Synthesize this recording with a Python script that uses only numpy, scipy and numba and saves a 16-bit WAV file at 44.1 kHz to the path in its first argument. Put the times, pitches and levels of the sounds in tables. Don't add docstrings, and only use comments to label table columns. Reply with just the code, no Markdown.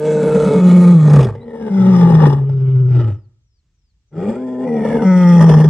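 import sys
import numpy as np
from scipy import signal
from scipy.fft import rfft, irfft
from scipy.io import wavfile
from scipy.ndimage import uniform_filter1d
from numba import njit

SR = 44100
rng = np.random.default_rng(int(sys.argv[2]) if len(sys.argv) > 2 else 0)


def file_out(sig):
    cols = np.atleast_2d(sig).T
    lim = np.clip(cols, -1, 1)
    pcm = np.round(lim * 32767).astype(np.int16)
    wavfile.write(sys.argv[1], SR, pcm)


N = 250929

# (time [s], mouth opening [0-1], first resonance [Hz], airflow offset [dB])
THROAT = [(0, 0.52, 460, 2), (.3, 0.24, 463, 1.5), (.6, 0.06, 453, 4), (.95, 0.08, 442, 2),
          (1.2, 0.03, 386.4, 1), (1.345, 0.04, 393, -0.5), (1.365, 1, 447, -5), (1.55, .7, 442, 4.5),
          (1.72, 0.3, 452, -0.5), (1.901, 0.05, 427, 0.5), (2.3, 0.02, 391, -1.5), (2.36, 0.01, 395, -4),
          (2.42, 0, 387.4, -11.5), (2.5, 0.2, 387.4, -3), (2.62, 0.3, 381.6, -2), (2.85, 0.27, 357, -4.5),
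          (3.0, 0.2, 337, 3.5), (3.2, 0.12, 317, 8.5), (4.12, 0.23, 393.3, 4), (4.3, 0, 429.5, 6),
          (4.39, 0.3, 406, 2.5), (4.46, 0.7, 416, -1), (4.62, 0.7, 424, 1.5), (4.68, 0.93, 457, -4),
          (4.76, 0.86, 490, -3), (4.86, 0.7, 485, 6.5), (4.97, 0.52, 456, 4), (5.05, 0.1, 470, -1),
          (5.12, 0.1, 447, -5.5), (5.33, 0.07, 401, 0.5), (5.42, 0.07, 405, 1), (5.46, 0.03, 403, -5),
          (5.52, 0, 417, -0.5), (5.62, 0.02, 412, -4), (5.69, 0.01, 418, -3.5)]
# (centre [Hz], width per pass [Hz], relative level [dB])
MOUTH_FACING = [(2215, 120, -1), (2518, 130, -6.5), (2940, 260, -9.5), (3450, 290, -7), (3940, 470, -6.5),
                (4750, 1700, -11.5), (6300, 1000, -7), (7120, 320, -8.5), (7800, 510, -7),
                (8730, 1000, -8.5), (10070, 1800, -9)]
MOUTH_ASIDE = [(2270, 540, -2), (2860, 620, -4.5), (3400, 240, -2), (3900, 1300, -6.5), (4710, 530, -8.5),
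               (5140, 1500, -1), (6600, 1100, -10.5), (8730, 3300, -4)]
MOUTH_WIDE = [(2820, 270, -3.5), (3440, 270, -8.5), (4630, 760, -10.5), (5240, 390, -19), (5870, 450, -6),
              (6950, 1000, -13.5), (8050, 2000, -9.5), (9600, 2600, -8.5)]


def undb(db):
    return 10 ** (np.asarray(db) / 20)


def unit(x):
    return x / np.sqrt(np.mean(x ** 2))


@njit
def svf(x, hz, width):
    y, b, l = np.empty(len(x)), 0., 0.
    for i in range(len(x)):
        g, k = np.tan(np.pi * hz[i] / SR), width[i] / hz[i]
        v = (b + g * (x[i] - l)) / (1 + g * (g + k))
        b, l, y[i] = 2 * v - b, l + 2 * g * v, k * v
    return y


def ring(x, hz, width, db):
    hz, width = hz * np.ones(len(x)), width * np.ones(len(x))
    return undb(db) * unit(svf(svf(x, hz, width), hz, width))


def walk(n, rate):
    k = int(SR / rate)
    held = np.repeat(rng.standard_normal(n // k + 1), k)
    return 1.3 * uniform_filter1d(uniform_filter1d(held, k), k)[:n]


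def read(table, fade_s=0.037):
    s, *columns = np.transpose(table)
    at = np.arange(int(s[0] * SR), min(int(s[-1] * SR), N))
    t = at / SR
    since_start, until_end = t - s[0] + (at[0] == 0), s[-1] - t + (at[-1] == N - 1)
    fade = np.clip(np.minimum(since_start, until_end) / fade_s, 0, 1)
    return at, [np.interp(t, s, c) for c in columns], fade


def on_hz(table, hz):
    f, v = np.transpose(table)
    return np.interp(np.log(hz + 1), np.log(f + 1), v)


def bush():
    # (frequency [Hz], relative level [dB])
    spectrum = [(18, -33.5), (30, -4), (66, -4), (134, -17), (245, -33), (461, -40), (526, -46),
                (2750, -47), (5740, -47.5), (7670, -49.5), (9710, -71), (16000, -70.5)]
    rms_db = -58.5
    hz = np.fft.rfftfreq(N, 1 / SR)
    shape = undb(on_hz(spectrum, hz))
    mid, side = (rfft(rng.standard_normal(N) * undb(1.5 * walk(N, 6.4))) * shape for _ in range(2))
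    side_share = np.clip(hz / 2500, .1, 1)
    both = irfft(mid + side_share * side * np.array([[1], [-1]]), N)
    return unit(both) * undb(rms_db)


def reverberate(x, tail, db):
    tail = tail / np.sqrt(np.sum(tail ** 2) / 2) * undb(db)
    return signal.fftconvolve(x[None], tail, axes=1)[:, :N]


def bush_echo(x):
    t60_s, level_db, top_hz = 0.57, -24, 3000
    t = np.arange(SR) / SR
    mid, side = rng.standard_normal((2, SR)) * np.exp(-np.log(1000) * t / t60_s) * (t > .012)
    side = signal.sosfilt(signal.butter(1, 900, "high", fs=SR, output="sos"), side)
    tail = signal.sosfilt(signal.butter(1, top_hz, fs=SR, output="sos"), [mid + side, mid - side])
    return reverberate(x, tail, level_db)


def scatter(x):
    t60_s, level_db, low_hz = 0.042, -2, 2160
    t = np.arange(int(SR * t60_s)) / SR
    tail = rng.standard_normal((2, len(t))) * np.exp(-np.log(1000) * t / t60_s)
    bright = signal.sosfilt(signal.butter(2, low_hz, "high", fs=SR, output="sos"), x)
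    return reverberate(bright, tail, level_db)


def two_ports(x, left_lead, left_excess_db):
    half = np.array([[.5], [-.5]])
    return irfft(rfft(x) * undb(half * left_excess_db) * np.exp(1j * half * left_lead), N)


def microphone_pair(x):
    # (frequency [Hz], left lead [rad])
    facing_phase = [(60, 0), (6500, 0), (7400, -.3), (8700, -1.4), (11000, -2.0)]
    # (frequency [Hz], left lead [rad])
    side_phase = [(60, .2), (200, .11), (520, .4), (800, -.1), (2100, 0), (2800, -.8), (3400, .4),
                  (4000, 1.5), (4700, -1.0), (7400, -1.6), (10000, -2.7)]
    # (frequency [Hz], left minus right level [dB])
    side_level = [(60, -0.5), (110, 1), (200, 1), (520, 1.5), (700, 10), (900, 2), (1450, 0.5), (1750, 0.5),
                  (2600, 1), (3400, -5.5), (4400, 4), (8000, 0.5)]
    # (frequency [Hz], left lead [rad], left minus right level [dB])
    left_cues = [(200, .1, 1.5), (370, .5, 3), (700, 2.0, 3), (900, .1, 6), (1150, .6, 14), (1450, 0, 8),
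                 (1750, .5, 1), (2400, 2.5, 2), (3400, 1.7, -4), (4000, -1.8, 0), (9000, -2.6, 1)]
    turn_s = 1.3, 1.6
    left_until_s = 2.36, 2.46
    facing_scatter = 0.1
    t, hz = np.arange(N) / SR, np.fft.rfftfreq(N, 1 / SR)
    facing = two_ports(x, on_hz(facing_phase, hz), 0)
    side_on = two_ports(x, on_hz(side_phase, hz), on_hz(side_level, hz))
    left_hz, left_phase, left_db = np.transpose(left_cues)
    left = two_ports(x, np.interp(hz, left_hz, left_phase), np.interp(hz, left_hz, left_db))
    turned = left + np.interp(t, left_until_s, (0, 1)) * (side_on - left)
    turn = np.interp(t, turn_s, (0, 1))
    scatter_share = facing_scatter + (1 - facing_scatter) * turn
    return facing + turn * (turned - facing) + scatter_share * scatter(x)


def whistle(table, flutter_db, rate, fade_s):
    at, (hz, db), fade = read(table, fade_s)
    level = undb(db + flutter_db * walk(len(at), rate))
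    out = np.zeros(N)
    out[at] = np.sqrt(2) * fade * level * np.sin(2 * np.pi * np.cumsum(hz) / SR)
    return out


def birds():
    # (start [s], length [s], first pitch [Hz], last pitch [Hz], level [dB])
    bird_calls = [(1.403, 0.048, 3730, 4270, -58), (1.442, 0.07, 3050, 3230, -74),
                  (3.082, 0.19, 6300, 4000, -77.5), (3.405, .21, 6400, 3940, -79),
                  (3.506, 0.12, 6000, 5350, -86), (3.73, .2, 6300, 3900, -79.5),
                  (3.998, 0.031, 5930, 5510, -83), (4.064, .2, 6300, 3900, -82)]
    knee_time, knee_glide = .76, .64
    out = 0
    for s, length, first_hz, last_hz, db in bird_calls:
        knee_hz = first_hz + knee_glide * (last_hz - first_hz)
        curve = [(s, first_hz, db), (s + knee_time * length, knee_hz, db), (s + length, last_hz, db)]
        out = out + whistle(curve, 2.9, 40, fade_s=0.016)
    return out


def chest_notes():
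    # (start [s], length [s], first pitch [Hz], last pitch [Hz],
    # first level [dB], last level [dB], signed throb depth at the end [dB])
    low_notes = [(.14, 0.46, 187.6, 188.2, -22.5, -26.5, 19.5), (1.76, 0.44, 122.9, 128.9, -21, -18.5, -3),
                 (4.122, .27, 99.7, 149, -39, -45, -11)]
    throb_hz, throb_turns = 9.5, 0.12
    t, out = np.arange(N) / SR, 0
    for s, length, first_hz, last_hz, first_db, last_db, throb_db in low_notes:
        depth_db = throb_db * np.clip((t - s) / length, 0, 1)
        throb = depth_db * np.sin(2 * np.pi * (throb_hz * (t - s) + throb_turns))
        curve = [(s, first_hz, first_db), (s + length, last_hz, last_db)]
        out = out + undb(throb) * whistle(curve, 0.74, 5.8, fade_s=.06)
    return out


def throat(air, t, mouth, growl, first_db, second_hz, second_db, fourth_db):
    s, *columns = np.transpose(THROAT)
    opening, first_hz = (np.interp(t, s, c) for c in columns[:2])
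    opening = np.clip(opening, 0, 1)
    third_hz = 1170.5 + (2052.5 - 1170.5) * opening
    third_db = -6.5 + (-7.5 + 6.5) * opening
    fourth_hz = 1800 + (2400 - 1800) * opening ** .7
    blur, fourth_db = 1 + .7 * growl, fourth_db - 3 * growl
    rasp = ring(air, first_hz, 105 * blur, first_db) - ring(air, second_hz, 115 * blur, second_db)
    rasp = rasp + ring(air, third_hz, 130 * blur, third_db) - ring(air, fourth_hz, 190 * blur, fourth_db)
    rasp = rasp + ring(air, 211.5, 82, 6.7) + ring(air, 310, 72, -3.5)
    rasp = rasp - ring(air, 636, 150, -12.0) + ring(air, 1326, 280, -11.5)
    rasp = rasp + growl * ring(air, 1550, 600, -10)
    hiss = 0
    for k, (hz, width, db) in enumerate(mouth):
        drift_hz = hz * (1 + .012 * walk(len(t), 2.2))
        hiss = hiss + (-1) ** k * ring(air, drift_hz, width, db + 2.0 * walk(len(t), 17))
    return rasp, hiss


def slap_group(rows, mouth):
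    rise_s, fall_s, hard_db = 0.0034, 0.0098, -18.5
    t, gate = np.arange(N) / SR, np.zeros(N)
    for s, db in rows:
        gate += undb(db) * np.clip((t - s) / rise_s, 0, 1) * np.exp(-np.abs(t - s) / fall_s)
    air = gate * rng.standard_normal(N)
    rasp, hiss = throat(air, t, mouth, 1, first_db=14, second_hz=861, second_db=-2, fourth_db=-23)
    bright = np.sqrt(np.clip(uniform_filter1d(gate, size=600) / undb(hard_db), 0, 1))
    return np.sqrt(np.mean(gate ** 2)) * undb(-13.0) * (rasp + undb(-10.5) * bright * hiss)


def slaps():
    # (time [s], relative strength [dB])
    slap_rows = [(0.205, -25.5), (0.285, -23.5), (0.365, -19), (0.604, -20), (0.632, -24), (0.711, -16),
                 (1.095, -16.5), (1.131, -11), (1.156, -12), (1.189, -13), (1.204, -13), (1.226, -13),
                 (1.243, -17.5), (1.267, -28.5), (1.292, -28.5), (1.348, -26.5), (2.07, -19), (2.1, -17.5),
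                 (2.143, -15), (2.218, -20.5), (2.263, -13), (2.294, -18.5), (2.326, -17.5), (2.385, -33),
                 (2.41, -31.5), (2.434, -35.5), (2.491, -28), (5.424, -21.5), (5.477, -16.5), (5.489, -7),
                 (5.507, -19.5), (5.553, -19.5), (5.581, -13.5), (5.598, -13), (5.639, -12.5)]
    aside_s, wide_s = 1.0, 4.64
    spans = (0, aside_s, MOUTH_FACING), (aside_s, wide_s, MOUTH_ASIDE), (wide_s, N / SR, MOUTH_WIDE)
    return sum(slap_group([row for row in slap_rows if a <= row[0] < b], mouth) for a, b, mouth in spans)


def lion(table, register, mouth, tract, tilt_db, air_db, edge_db, slide_s, rough, growl):
    at, (hz, db), fade = read(table)
    n, t = len(at), at / SR
    rough, growl = np.interp(t, slide_s, rough), np.interp(t, slide_s, growl)
    rasp_db = db + air_db + 12.5 * growl + np.interp(t, *np.transpose(THROAT)[[0, 3]])
    hiss_db = rasp_db + edge_db - 12.5 * growl
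    phase = np.cumsum(hz * (1 + .06 * rough * walk(n, 150))) / SR
    flap_hz = 42.2 * (1 + .3 * walk(n, 30))
    flap = np.cumsum(flap_hz) / SR % 1
    puff = 1 - growl + 2.07 * growl * np.exp(-flap / 0.59) * undb(2.6 * walk(n, 40))

    lead_k, lead_db = max(register, key=lambda row: row[1])
    slope_db = tilt_db - 8 * growl
    stack = 0
    for k, d in register:
        flutter = 0.69 if k == 1 == lead_k else 1 + .03 * k
        flutter_db = 5.46 * flutter * rough * walk(n, 70)
        tilt = slope_db * max(np.log2(k / lead_k), 0)
        level = undb(flutter_db + d - lead_db + tilt)
        stack = stack + level * np.sin(2 * np.pi * (k * phase + rng.random()))
    soft_puff = uniform_filter1d(puff, size=300)
    voice = np.sqrt(2) * undb(db) * stack * (1 + 0.29 * (soft_puff - 1))

    jet = .8 + np.exp(-(phase % 1) / .25)
    air = rng.standard_normal(n) * puff * jet * undb(1.9 * walk(n, 60))
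    closure = uniform_filter1d(np.diff(np.floor(phase), prepend=0), size=3)
    air = air + .42 * (1 - rough) * puff * unit(closure) * undb(2.0 * walk(n, 200))
    rasp, hiss = throat(air, t, mouth, growl, *tract)
    rumble = growl * undb(rasp_db) * ring(air, 62, 30, -2.0)
    out = np.zeros(N)
    out[at] = fade * (voice + undb(rasp_db - 3.0) * rasp + undb(hiss_db - 7.5) * hiss + rumble)
    return out


def roars():
    # (time [s], fold rate [Hz], strongest partial level [dB])
    creak_1, bellow_1 = [(0.0, 152, -22.5), (0.052, 152.6, -17), (0.304, 153, -16), (0.584, 144.6, -16.5),
                         (0.63, 137, -30.5)], [(0.54, 184.6, -27), (0.56, 184.1, -14), (0.61, 182.1, -8),
                                          (0.656, 179.6, -3.5), (0.904, 176.6, -3.5), (0.992, 157.1, -6.5),
                                          (1.198, 141.3, -6), (1.27, 118.8, -17), (1.38, 98.5, -36)]
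    creak_2, bellow_2 = [(1.34, 79.23, -41.5), (1.564, 76.74, -34), (1.66, 71.8, -26.5),
                         (1.72, 69.2, -22.5)], [(1.67, 211, -37.5), (1.714, 194.9, -15), (1.79, 188.4, -10.5),
                                          (1.884, 186.5, -7.5), (2.188, 158, -7), (2.306, 139.8, -8.5),
                                          (2.38, 141.3, -13.5), (2.47, 134.3, -30)]
    mate_bellow, moan = [(2.38, 136.4, -14.5), (2.438, 136.9, -15.5), (2.79, 128.8, -10.5),
                         (2.968, 124.9, -9.5), (3.0, 120, -10.5), (3.092, 105.4, -14.5), (3.22, 89, -49)], [(4.1, 72.2, -60), (4.13, 75.57, -38.5), (4.162, 81.35, -27),
                                              (4.25, 98.14, -19), (4.324, 115.6, -22.5),
                                              (4.398, 127.9, -25.5), (4.58, 126, -23), (4.69, 131, -17)]
    creak_3, bellow_3 = [(4.64, 85.77, -19), (4.754, 75.12, -18), (4.885, 73.45, -20.5),
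                         (5.07, 77.7, -15.5)], [(5.02, 192.6, -14), (5.078, 185.8, -6.5), (5.346, 171.8, -5),
                                          (5.518, 155.5, -4.5), (5.69, 153.7, -10)]
    # (multiple of the fold rate [1], relative level [dB])
    open_creak, closed_creak = [(1, -4.5), (2, -11), (3, 2), (4, -11.5), (5, -26), (6, -21), (7, -37.5),
                                (8, -25.5), (9, -32), (10, -24.5), (11, -33.5), (12, -35.5), (13, -39.5),
                                (14, -32.5), (15, -29), (16, -37.5)], [(1, -41.5), (2, -12.5), (3, 1), (4, -15.5), (5, -15.5),
                                                    (6, -1), (7, -15), (8, -21), (9, -15), (10, -11.5)]
    chest, full_chest = [(1, -2.5), (2, -18), (3, -16.5), (4, -40.5), (5, -28.5), (6, -56), (7, -22.5),
                         (8, -29.5), (9, -35.5), (10, -30.5), (11, -34.5), (12, -40), (13, -39.5)], [(1, 0), (2, -17), (3, -16.5), (4, -33), (5, -26.5), (6, -35),
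                                        (7, -19.5), (8, -33)]
    mate_chest, clear_chest = [(1, 0.5), (2, -39.5), (3, -17.5), (4, -40), (5, -53), (6, -59.5), (7, -63.5),
                               (8, -41), (9, -44), (10, -45), (11, -49)], [(1, 0.5), (2, -21), (3, -18.5), (4, -37), (5, -23),
                                                   (6, -44), (7, -27), (8, -31), (9, -38.5), (10, -36),
                                                   (11, -31), (12, -40.5), (13, -48), (14, -50)]
    hum = [(1, -16.5), (2, 6), (3, -9), (4, -4.5), (5, -9), (6, -17), (7, -17.5), (8, -13), (9, -36),
           (10, -39.5), (11, -24)]
    # (centre [Hz], width per pass [Hz], relative level [dB])
    mouth_mate, mouth_moan = [(2300, 540, 1), (3050, 590, -3), (3670, 400, -5), (4930, 1400, -6),
                              (5900, 760, -8), (7840, 3500, -9)], [(2255, 190, -0.5), (2790, 210, -11), (3300, 200, -4.5),
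                                                  (4840, 1200, -9.5), (6300, 2000, -9.5), (7900, 1700, -5)]
    mouth_bellow = [(2570, 350, -10.5), (3365, 430, -7.5), (4660, 1200, -14.5), (5360, 390, -10),
                    (5870, 600, -5.5), (6840, 1100, -14), (8060, 2400, -14), (9660, 2000, -12.5)]
    return (
        lion(creak_1, open_creak, MOUTH_FACING, (9, 895, -5, -28), tilt_db=-2, air_db=-17, edge_db=-7,
             slide_s=(0, .3), rough=(.1, .37), growl=(.05, .28))
        + lion(bellow_1, full_chest, MOUTH_FACING, (5, 850, -6, -16), tilt_db=-4, air_db=-27, edge_db=-8,
               slide_s=(0.93, 1.17), rough=(.2, .5), growl=(.06, .8))
        + lion(creak_2, closed_creak, MOUTH_ASIDE, (11, 890, -1, -19), tilt_db=-1, air_db=-15, edge_db=-13,
               slide_s=(1.4, 1.7), rough=(.5, .4), growl=(.5, .2))
        + lion(bellow_2, chest, MOUTH_ASIDE, (5, 850, 2, -12), tilt_db=-4, air_db=-24, edge_db=-10,
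               slide_s=(1.85, 2.2), rough=(.2, .38), growl=(.1, .6))
        + lion(mate_bellow, mate_chest, mouth_mate, (8, 850, -9, -22), tilt_db=-1.2, air_db=-35, edge_db=-9,
               slide_s=(2.82, 3.0), rough=(.27, .38), growl=(.05, .55))
        + lion(moan, hum, mouth_moan, (14, 820, -1, -21), tilt_db=-2, air_db=-22, edge_db=-11,
               slide_s=(4.34, 4.47), rough=(.38, .1), growl=(.25, 0))
        + lion(creak_3, closed_creak, MOUTH_WIDE, (8, 915, -1.5, -17), tilt_db=-1.5, air_db=-16.5, edge_db=-12,
               slide_s=(4.72, 4.85), rough=(.3, .48), growl=(.15, .25))
        + lion(bellow_3, clear_chest, mouth_bellow, (2, 865, -1, -10), tilt_db=-0.2, air_db=-26, edge_db=-1,
               slide_s=(5.32, 5.41), rough=(.14, .42), growl=(0, .7)))


def scene():
    sources = birds() + chest_notes() + slaps() + roars()
    return microphone_pair(sources) + bush_echo(sources) + bush()


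def record(dry):
    thin = signal.sosfilt(signal.butter(4, 46, "high", fs=SR, output="sos"), dry)
    flat = thin / (1 + np.abs(thin) ** 8) ** (1 / 8)
    return signal.sosfilt(signal.ellip(8, .2, 70, 16800, fs=SR, output="sos"), flat)


dry = scene()
out = record(dry)
file_out(out)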